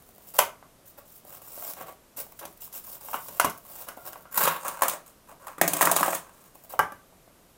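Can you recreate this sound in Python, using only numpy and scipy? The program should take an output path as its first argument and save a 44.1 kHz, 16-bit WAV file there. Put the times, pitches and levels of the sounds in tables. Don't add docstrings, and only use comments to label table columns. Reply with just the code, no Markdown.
import sys
import numpy as np
from scipy import signal
from scipy.fft import rfft, irfft
from scipy.io import wavfile
from scipy.ndimage import uniform_filter1d

SR = 44100
rng = np.random.default_rng(int(sys.argv[2]) if len(sys.argv) > 2 else 0)


def wav_out(sig):
    wavfile.write(sys.argv[1], SR, np.round(np.clip(np.atleast_2d(sig).T, -1, 1) * 32767).astype(np.int16))


N = 333967
TIME = np.arange(N) / SR
HIT_TIME = TIME[:SR // 8]
STROKE_TIME = TIME[:SR // 2]

# [start t/s, length t/s, crackle level/dB, shell level/dB]
PULLS = [(0.18, 0.082, -53, -68), (0.268, 0.035, -42.5, -76), (0.336, 0.027, -31, -43),
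         (0.381, 0.0054, -15, -25.5), (0.85, 0.051, -45.5, -78), (0.972, 0.013, -43.5, -46.5),
         (1.05, 0.13, -45.5, -77), (1.26, 0.11, -41, -51.5), (1.41, 0.3, -31, -47), (1.76, 0.066, -42, -42),
         (1.86, 0.036, -44, -43), (2.163, 0.047, -29, -46.5), (2.405, 0.031, -48, -40),
         (2.6, 0.053, -35.5, -62), (2.732, 0.05, -33, -51.5), (2.83, .12, -36, -54),
         (3.0, 0.16, -34.5, -49), (3.18, 0.1, -38.5, -59), (3.3, 0.082, -40, -52.5), (3.65, 0.18, -36, -49),
         (3.865, 0.027, -42, -43.5), (3.97, 0.066, -50, -58), (4.048, 0.032, -33, -42.5),
         (6.69, .04, -38, -49)]
# [start t/s, length t/s, crackle level/dB, shell level/dB]
JERKS = [(4.31, 0.032, -41.5, -51.5), (4.341, 0.027, -29.5, -38), (4.373, 0.0071, -18, -27.5),
         (4.399, 0.047, -22.5, -27.5), (4.453, .038, -29.5, -27), (4.51, 0.052, -38, -36.5)]
# [t/s, crack level/dB,
# crack length t/s, shell level/dB, thump level/dB, strongest ring f/Hz]
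SNAPS = [(0.3887, 8, 0.0044, -15, -49, 680), (1.735, -17.5, 0.0032, -55, -55, 540),
         (1.81, -30, .007, -42, -43, 850), (2.18, -20.5, .012, -46, -50, 577),
         (2.391, -16, 0.014, -52, -62, 610), (2.453, -16.5, 0.0067, -43.5, -47, 625),
         (2.727, -19, 0.01, -60, -73, 1100), (3.1315, -20, 0.012, -34, -70, 1100),
         (3.1418, -16.5, 0.021, -28, -39.5, 1080), (3.284, -16, 0.0098, -44.5, -44.5, 880),
         (3.398, 3.5, .0044, -17.5, -36, 1460), (3.4453, -3, .013, -22, -26.5, 960),
         (3.497, -13, 0.0096, -48, -59, 1100), (3.8862, -15, 0.0039, -39, -47, 1390),
         (4.131, -20, 0.003, -48.5, -55, 1400), (4.378, -4, 0.012, -33, -42, 1030),
         (4.4365, 0.5, 0.01, -42, -33.5, 1130), (4.475, -3, 0.015, -22.5, -50, 1140),
         (6.7915, -5.5, .004, -16, -28.5, 860), (6.9205, -26.5, .005, -41.5, -47, 1300)]
# [t/s, click level/dB, body level/dB, thump level/dB, strongest ring f/Hz]
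KNOCKS = [(4.649, -19, -37, -53, 1000), (4.681, -5.5, -36, -47, 1130), (4.82, 1.5, -19.5, -46, 950),
          (4.8334, -2.5, -26, -42.5, 990), (4.8817, 1, -33, -52, 1030), (4.896, -3.5, -41, -58, 960),
          (4.9346, -15, -35, -50, 637), (5.469, -19.5, -39, -67, 1010), (5.481, -23, -41, -75, 1020),
          (5.5817, -22.5, -40.5, -43, 1120), (5.6135, 6, -16.5, -24.5, 665), (5.6779, 3.5, -32, -33, 616),
          (5.7339, 1.5, -31, -36.5, 630), (5.7674, -4.5, -33.5, -44, 785), (5.8101, 1, -18.5, -37, 677),
          (5.816, 5, -30, -48, 1600), (5.826, 3, -22.5, -31, 1220), (5.8533, 4, -28, -42, 1110),
          (5.872, -5, -20, -29.5, 980), (5.914, 5.5, -21, -38, 634), (5.9631, 4.5, -24.5, -37.5, 1050),
          (6.0083, -4.5, -26.5, -32, 664), (6.0297, -3.5, -18, -55, 1170), (6.061, -7, -30.5, -53, 715),
          (6.0803, -10.5, -25.5, -39.5, 711), (6.13, -16, -27, -44, 662), (6.1491, -3, -44, -45, 659)]
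# [start t/s, length t/s, hiss level/dB, card level/dB]
SLIDES = [(4.58, 0.12, -43, -45), (4.645, 0.02, -39, -34), (4.72, 0.1, -46, -43),
          (4.825, 0.026, -36, -31.5), (4.9, 0.027, -39.5, -39.5), (5.055, 0.028, -50.5, -57.5),
          (5.27, 0.042, -55, -51.5), (5.395, 0.13, -55, -49), (5.69, 0.12, -35, -38.5),
          (5.815, 0.1, -36.5, -29), (5.955, 0.035, -26.5, -32), (6.035, 0.11, -32.5, -38),
          (6.22, 0.073, -60, -54.5), (6.32, 0.15, -56, -62.5)]
# [t/s, level/dB, strongest ring f/Hz]
TAPS = [(0.626, -33.5, 1150), (1.577, -28, 597), (1.623, -25.5, 630), (1.689, -33, 570),
        (3.0853, -24.5, 910), (3.973, -26.5, 770), (4.157, -26, 880), (4.254, -32.5, 1370),
        (5.324, -33.5, 630), (6.737, -20, 584), (7.125, -42, 690), (7.277, -38.5, 662)]
# [start t/s, end t/s, level/dB]
GRIPS = [(0.0, .33, -34.5), (1.248, 1.95, -31.5), (2.248, 4.247, -31.5), (6.527, 6.68, -30.5)]

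# [f/Hz, width f/Hz, level/dB]
SHELL_MODES = [(540, 10, -10), (662, 14, 3), (722, 11, 1.5), (933, 8.9, 1), (1030, 25, -1.5),
               (1158, 24, -1), (1290, 18, -7), (1470, 25, -5), (1600, 12, -17), (2060, 68, -12),
               (2094, 65, -14.5), (2440, 75, -15), (2860, 70, -12), (3067, 110, -19.5)]
# [f/Hz, width f/Hz, level/dB]
EMPTY_SHELL_MODES = [(570, 20, -2), (770, 30, -3), (860, 25, 0.5), (1018, 25, -3.5), (1090, 25, -8),
                     (1170, 14, 1.5), (1330, 18, -6.5), (1550, 12, -2.5), (1600, 10, -5), (1728, 14, -8.5),
                     (1970, 20, -9.5), (2350, 50, -15), (2950, 50, -14)]
# [f/Hz, width f/Hz, level/dB]
TOY_MODES = [(460, 200, -20), (674, 6.5, 2.5), (770, 160, 0), (1005, 67, 2), (1154, 80, -15),
             (1220, 17, -0.5), (1390, 110, -8.5), (1660, 34, -4), (1844, 110, -2), (2416, 96, -8.5),
             (2870, 15, -17), (3450, 140, -23)]
# [f/Hz, width f/Hz, level/dB]
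CARD_MODES = [(85.6, 56, -16), (127, 40, -10), (170, 50, 1.5), (302, 66, 2), (413, 34, 3), (572, 42, 7.5)]
# [f/Hz, width f/Hz, level/dB]
TABLE_MODES = [(135, 10, -9), (170.5, 11, 5), (220, 110, -20), (306, 15, 0.5), (380, 22, 1.5),
               (532, 21, -8.5)]

# [f/Hz, level/dB per Hz]
RIP_SPECTRUM = [(2000, -17), (3000, -14), (4400, -13), (6000, -9), (7400, -4), (9500, -3), (11500, -2),
                (13000, 2), (14500, 5), (15800, 4)]
# [f/Hz, level/dB per Hz]
FLEX_SPECTRUM = [(150, -11.5), (250, -35), (330, -10), (500, -4), (650, -2.5), (850, -5), (1100, -4),
                 (1600, -14), (2400, -20), (4000, -28.5), (9000, -73.5)]
# [f/Hz, level/dB per Hz]
SEAM_SPECTRUM = [(110, -28), (170, -12.5), (250, -26), (330, -15.5), (470, -5.5), (780, -11), (970, 2),
                 (1140, -2.5), (1460, -6), (2000, -12), (2800, -16), (4000, -20), (9000, -50)]
# [f/Hz, level/dB per Hz]
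CRACK_SPECTRUM = [(1500, -13), (2200, -12), (3200, -9.5), (4500, -12), (5800, -5.5), (9000, -5.5),
                  (11000, -1), (13000, -1), (15800, -7)]
# [f/Hz, level/dB per Hz]
CLICK_SPECTRUM = [(1700, -15), (2900, -12), (3300, -11), (4500, -14), (5800, -11), (7000, -5), (7600, -6),
                  (8300, -1), (9000, -5), (9700, -3), (11500, -6), (13000, -4), (14500, -3), (15800, -3)]
# [f/Hz, level/dB per Hz]
RUB_SPECTRUM = [(150, -76), (250, -47), (471, -8.5), (523, 1), (768, -3.5), (976, 6.5), (1330, -2),
                (1560, -6), (1900, -15.5), (2700, -18), (3000, -21), (3900, -44), (6600, -120)]
# [f/Hz, level/dB per Hz]
FLOOR_SPECTRUM = [(12, -37), (20, 2.5), (79, -2), (168, 0), (328, -3.5), (499, -4), (642, -3.5),
                  (825, -9.5), (1150, -8.5), (1710, -14.5), (4540, -19), (14300, -17), (16000, -35.5)]
# [f/Hz, t/s]
ROOM_T60 = [(150, .28), (700, .27), (1500, .28), (4000, .24), (9000, .22), (15000, .19)]
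# [f/Hz, level/dB]
ROOM_LEVEL = [(150, 1.5), (700, -3.5), (1500, -1), (4000, 0), (9000, -5.5), (15000, -6)]

SHELL_FREE_S = 6.3
HELD_DAMPING_HZ, FREE_DAMPING_HZ = 75, 45
FLAP_FROM_S, FLAP_TO_S = 3.885, 4.35
FLAP_HZ, FLAP_WIDTH_HZ, FLAP_DB = 1400, 40, -63
FLOOR_DB, CUTOFF_HZ = -58, 15800


def peeling(trim_db=-2):
    fibres = slips(per_s=1500, spread_db=0.5, clump_db=2.0, clump_per_s=200)
    pull = stroke_gains(PULLS, attack_s=0.011, swell_db_per_s=53, release_s=0.013)
    return from_db(trim_db) * friction(pull, fibres, RIP_SPECTRUM, FLEX_SPECTRUM)


def tearing():
    fibres = slips(per_s=4000, spread_db=3.3, clump_db=3, clump_per_s=260)
    jerk = stroke_gains(JERKS, attack_s=0.0035, swell_db_per_s=30, release_s=0.013)
    return friction(jerk, fibres, RIP_SPECTRUM, SEAM_SPECTRUM)


def shell_snaps(crack_trim_db=3, shell_trim_db=27, thump_trim_db=24, brighten_db=2.5):
    out = np.zeros(N)
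    for s, crack_db, length_s, shell_db, thump_db, hz in SNAPS:
        modes, damping_hz = SHELL_MODES, HELD_DAMPING_HZ
        if s >= SHELL_FREE_S:
            modes, damping_hz = EMPTY_SHELL_MODES, FREE_DAMPING_HZ
        tilt_db = 1.1 + brighten_db * np.log2(hz / 1000)
        snap = crack(CRACK_SPECTRUM, length_s)
        hollow = ring(modes, damping_hz, low_cut_hz=710, focus_hz=hz, focus_db=5.5, tilt_db=tilt_db)
        thump = ring(CARD_MODES, damping_hz=18, low_cut_hz=72)
        add(out, s, from_db(crack_db + crack_trim_db) * snap)
        add(out, s, from_db(shell_db + shell_trim_db) * hollow)
        add(out, s, from_db(thump_db + thump_trim_db) * thump)
    return out


def toy_knocks(click_trim_db=4, body_trim_db=27, thump_trim_db=26):
    out = np.zeros(N)
    for s, click_db, body_db, thump_db, hz in KNOCKS:
        click = crack(CLICK_SPECTRUM, length_s=0.0064)
        body = ring(TOY_MODES, damping_hz=48.3, low_cut_hz=480, focus_hz=hz, focus_db=12, scatter_db=6.5)
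        boom = ring(TABLE_MODES, damping_hz=9.9, low_cut_hz=210, scatter_db=0.5)
        add(out, s, from_db(click_db + click_trim_db) * click)
        add(out, s, from_db(body_db + body_trim_db) * body)
        add(out, s, from_db(thump_db + thump_trim_db) * boom)
    return out


def sliding(trim_db=-0.5):
    chatter = slips(per_s=900, spread_db=-3.5, clump_db=3.0, clump_per_s=270)
    skid = stroke_gains(SLIDES, attack_s=0.007, swell_db_per_s=37.5, release_s=0.022)
    return from_db(trim_db) * friction(skid, chatter, CLICK_SPECTRUM, RUB_SPECTRUM)


def finger_taps(trim_db=11):
    out = np.zeros(N)
    for s, db, hz in TAPS:
        tap = ring(SHELL_MODES, damping_hz=60, low_cut_hz=170, focus_hz=hz, focus_db=10, scatter_db=0.3)
        add(out, s, from_db(db + trim_db) * tap)
    return out


def crinkling(ticks_per_s=18, spread_db=4, tick_trim_db=2, creak_trim_db=-2, rub_trim_db=-24):
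    out, rub = np.zeros((2, N))
    for start_s, end_s, db in GRIPS:
        rub += from_db(db + rub_trim_db) * ((TIME > start_s) & (TIME < end_s))
        slots = np.arange(start_s, end_s, 1 / ticks_per_s)
        chances = rng.random((len(slots), 4))
        for s, (late, tick_chance, creak_chance, pitch) in zip(slots, chances):
            tick_db = tick_trim_db + spread_db * (2 * tick_chance + 0.5)
            creak_db = creak_trim_db + spread_db * 2 * creak_chance
            tick = crack(RIP_SPECTRUM, length_s=0.003)
            creak_hz = 560 * 2 ** pitch
            creak = ring(SHELL_MODES, damping_hz=60, low_cut_hz=350, focus_hz=creak_hz, focus_db=12)
            pop = from_db(tick_db) * tick + from_db(creak_db) * creak
            add(out, s + late / ticks_per_s, from_db(db) * pop)
    film = slips(per_s=2300, spread_db=1, clump_db=15, clump_per_s=40)
    return out + through(rub * film, response(RIP_SPECTRUM))


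def flap():
    bent = (TIME > FLAP_FROM_S) & (TIME < FLAP_TO_S)
    decay = np.exp(-np.pi * FLAP_WIDTH_HZ * HIT_TIME)
    mode = unit_energy(decay * np.sin(2 * np.pi * FLAP_HZ * HIT_TIME))
    hinge = slips(per_s=300, spread_db=2, clump_db=3, clump_per_s=60)
    return from_db(FLAP_DB) * through(bent * hinge, mode)


def blows():
    return shell_snaps() + finger_taps() + toy_knocks()


def table_echo(direct, echo_db=-8, delay_s=0.003648):
    shaded = uniform_filter1d(direct, size=8)
    return from_db(echo_db) * np.interp(TIME - delay_s, TIME, shaded, left=0)


def room_tail(gap_s=0.00059):
    t = STROKE_TIME
    edges = np.geomspace(60, 18000, num=13)
    noises = rng.standard_normal((2, len(t)))
    onset = np.clip(t / gap_s - 0.5, 0, 1)
    tail = np.zeros(len(t))
    for k, (low, high) in enumerate(zip(edges, edges[1:])):
        hz = np.sqrt(low * high)
        band_pass = signal.butter(2, [low, high], "band", fs=SR, output="sos")
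        band = signal.sosfilt(band_pass, noises[k % 2])
        fade = onset * np.exp(-np.log(1000) * t / at_hz(ROOM_T60, hz))
        share = np.sqrt(2 * (high - low) / SR)
        tail += unit_energy(band * fade) * share * from_db(at_hz(ROOM_LEVEL, hz))
    return tail


def room_sound(rubbing, sides=4):
    heard = sum(through(blows() + rubbing, room_tail()) for side in range(sides))
    return heard / np.sqrt(sides)


def noise_floor():
    return from_db(FLOOR_DB) * through(rng.standard_normal(N), response(FLOOR_SPECTRUM))


def friction(gains, clicks, bright, hollow, facets=10, touch_s=0.004):
    crackle, body = gains
    touched = rng.integers(0, facets, N)[(TIME / touch_s).astype(int)]
    fizz = np.zeros(N)
    for k in range(facets):
        fizz += through(clicks * crackle * (touched == k), response(bright, uneven_db=3.5))
    return fizz + through(clicks * body, response(hollow))


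def slips(per_s, spread_db, clump_db, clump_per_s):
    size_db = spread_db * np.minimum(rng.exponential(1, N), 4) + clump_db * drift(clump_per_s)
    slipping = rng.random(N) < per_s / SR
    clicks = from_db(size_db) * rng.choice([-1, 1], N) * slipping
    power = np.abs(uniform_filter1d(clicks ** 2, size=1500))
    return clicks / np.sqrt(power + 1e-9)


def stroke_gains(strokes, attack_s, swell_db_per_s, release_s):
    gains = np.zeros((2, N))
    for start_s, length_s, *levels in strokes:
        since_end = STROKE_TIME - length_s
        attack = np.minimum(STROKE_TIME / attack_s, 1)
        swell = from_db(swell_db_per_s * np.minimum(since_end, 0))
        release = np.exp(-np.maximum(since_end, 0) / release_s)
        for gain, db in zip(gains, levels):
            add(gain, start_s, from_db(db) * attack * swell * release)
    return gains


def crack(spectrum, length_s, edge=0.18, edge_s=0.00043):
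    envelope = edge * np.exp(-HIT_TIME / edge_s) + np.exp(-(HIT_TIME / length_s) ** 2)
    impacts = rng.standard_normal(len(HIT_TIME)) * envelope
    return unit_energy(through(impacts, response(spectrum, uneven_db=1.2)))


def ring(modes, damping_hz, low_cut_hz, focus_hz=1000, focus_db=0, tilt_db=0, scatter_db=1.0):
    hz, width_hz, db = np.transpose(modes)[:, :, None]
    nearness = np.exp(-(4 * np.log(hz / focus_hz)) ** 2)
    scatter = scatter_db * rng.standard_normal(hz.shape)
    db = db + focus_db * nearness + tilt_db * np.log2(hz / focus_hz) + scatter
    width_hz = width_hz + damping_hz
    strength = from_db(db) * np.sqrt(width_hz) * rng.choice([-1, 1], hz.shape)
    age = np.maximum(HIT_TIME - 0.001005 * rng.random(hz.shape), 0)
    decay = np.exp(-np.pi * width_hz * age)
    rings = np.sum(strength * decay * np.sin(2 * np.pi * hz * age), axis=0)
    bounce_s = rng.uniform(0.001902, 0.005214)
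    rings = rings + 0.33 * np.interp(HIT_TIME - bounce_s, HIT_TIME, rings, left=0)
    low_cut = signal.butter(2, low_cut_hz, "high", fs=SR, output="sos")
    return unit_energy(signal.sosfilt(low_cut, rings))


def response(spectrum, uneven_db=0, size=4096):
    hz = np.maximum(np.arange(size // 2 + 1) * SR / size, 1)
    facet_hz = np.arange(0, SR / 2, 700)
    facet = np.interp(hz, facet_hz, rng.standard_normal(len(facet_hz)))
    low_fall = np.minimum(hz / spectrum[0][0], 1) ** 2
    gain = from_db(at_hz(spectrum, hz) + uneven_db * facet) * low_fall
    cepstrum = irfft(np.log(gain + 1e-6))
    cepstrum[1:size // 2] *= 2
    cepstrum[size // 2 + 1:] = 0
    return unit_energy(irfft(np.exp(rfft(cepstrum))))


def through(x, impulse):
    return signal.oaconvolve(x, impulse)[:len(x)]


def drift(per_s):
    return rms_one(np.interp(TIME * per_s, np.arange(N), rng.standard_normal(N)))


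def at_hz(points, hz):
    freqs, values = np.transpose(points)
    return np.interp(np.log(np.maximum(hz, 1)), np.log(freqs), values)


def add(out, s, sound):
    start = max(round(s * SR), 0)
    out[start:start + len(sound)] += sound[:N - start]


def from_db(db):
    return 10 ** (np.asarray(db) / 20)


def unit_energy(x):
    return x / np.sqrt(np.sum(x ** 2) + 1e-20)


def rms_one(x):
    return unit_energy(x) * np.sqrt(len(x))


def scene():
    rubbing = peeling() + tearing() + sliding() + crinkling() + flap()
    direct = blows() + rubbing
    return (direct + table_echo(direct) + room_sound(rubbing) + noise_floor())[None]


def record(dry):
    low_pass = signal.ellip(10, 0.2, 70, CUTOFF_HZ, fs=SR, output="sos")
    return signal.sosfilt(low_pass, np.clip(dry, -1, 1))


dry = scene()
out = record(dry)
wav_out(out)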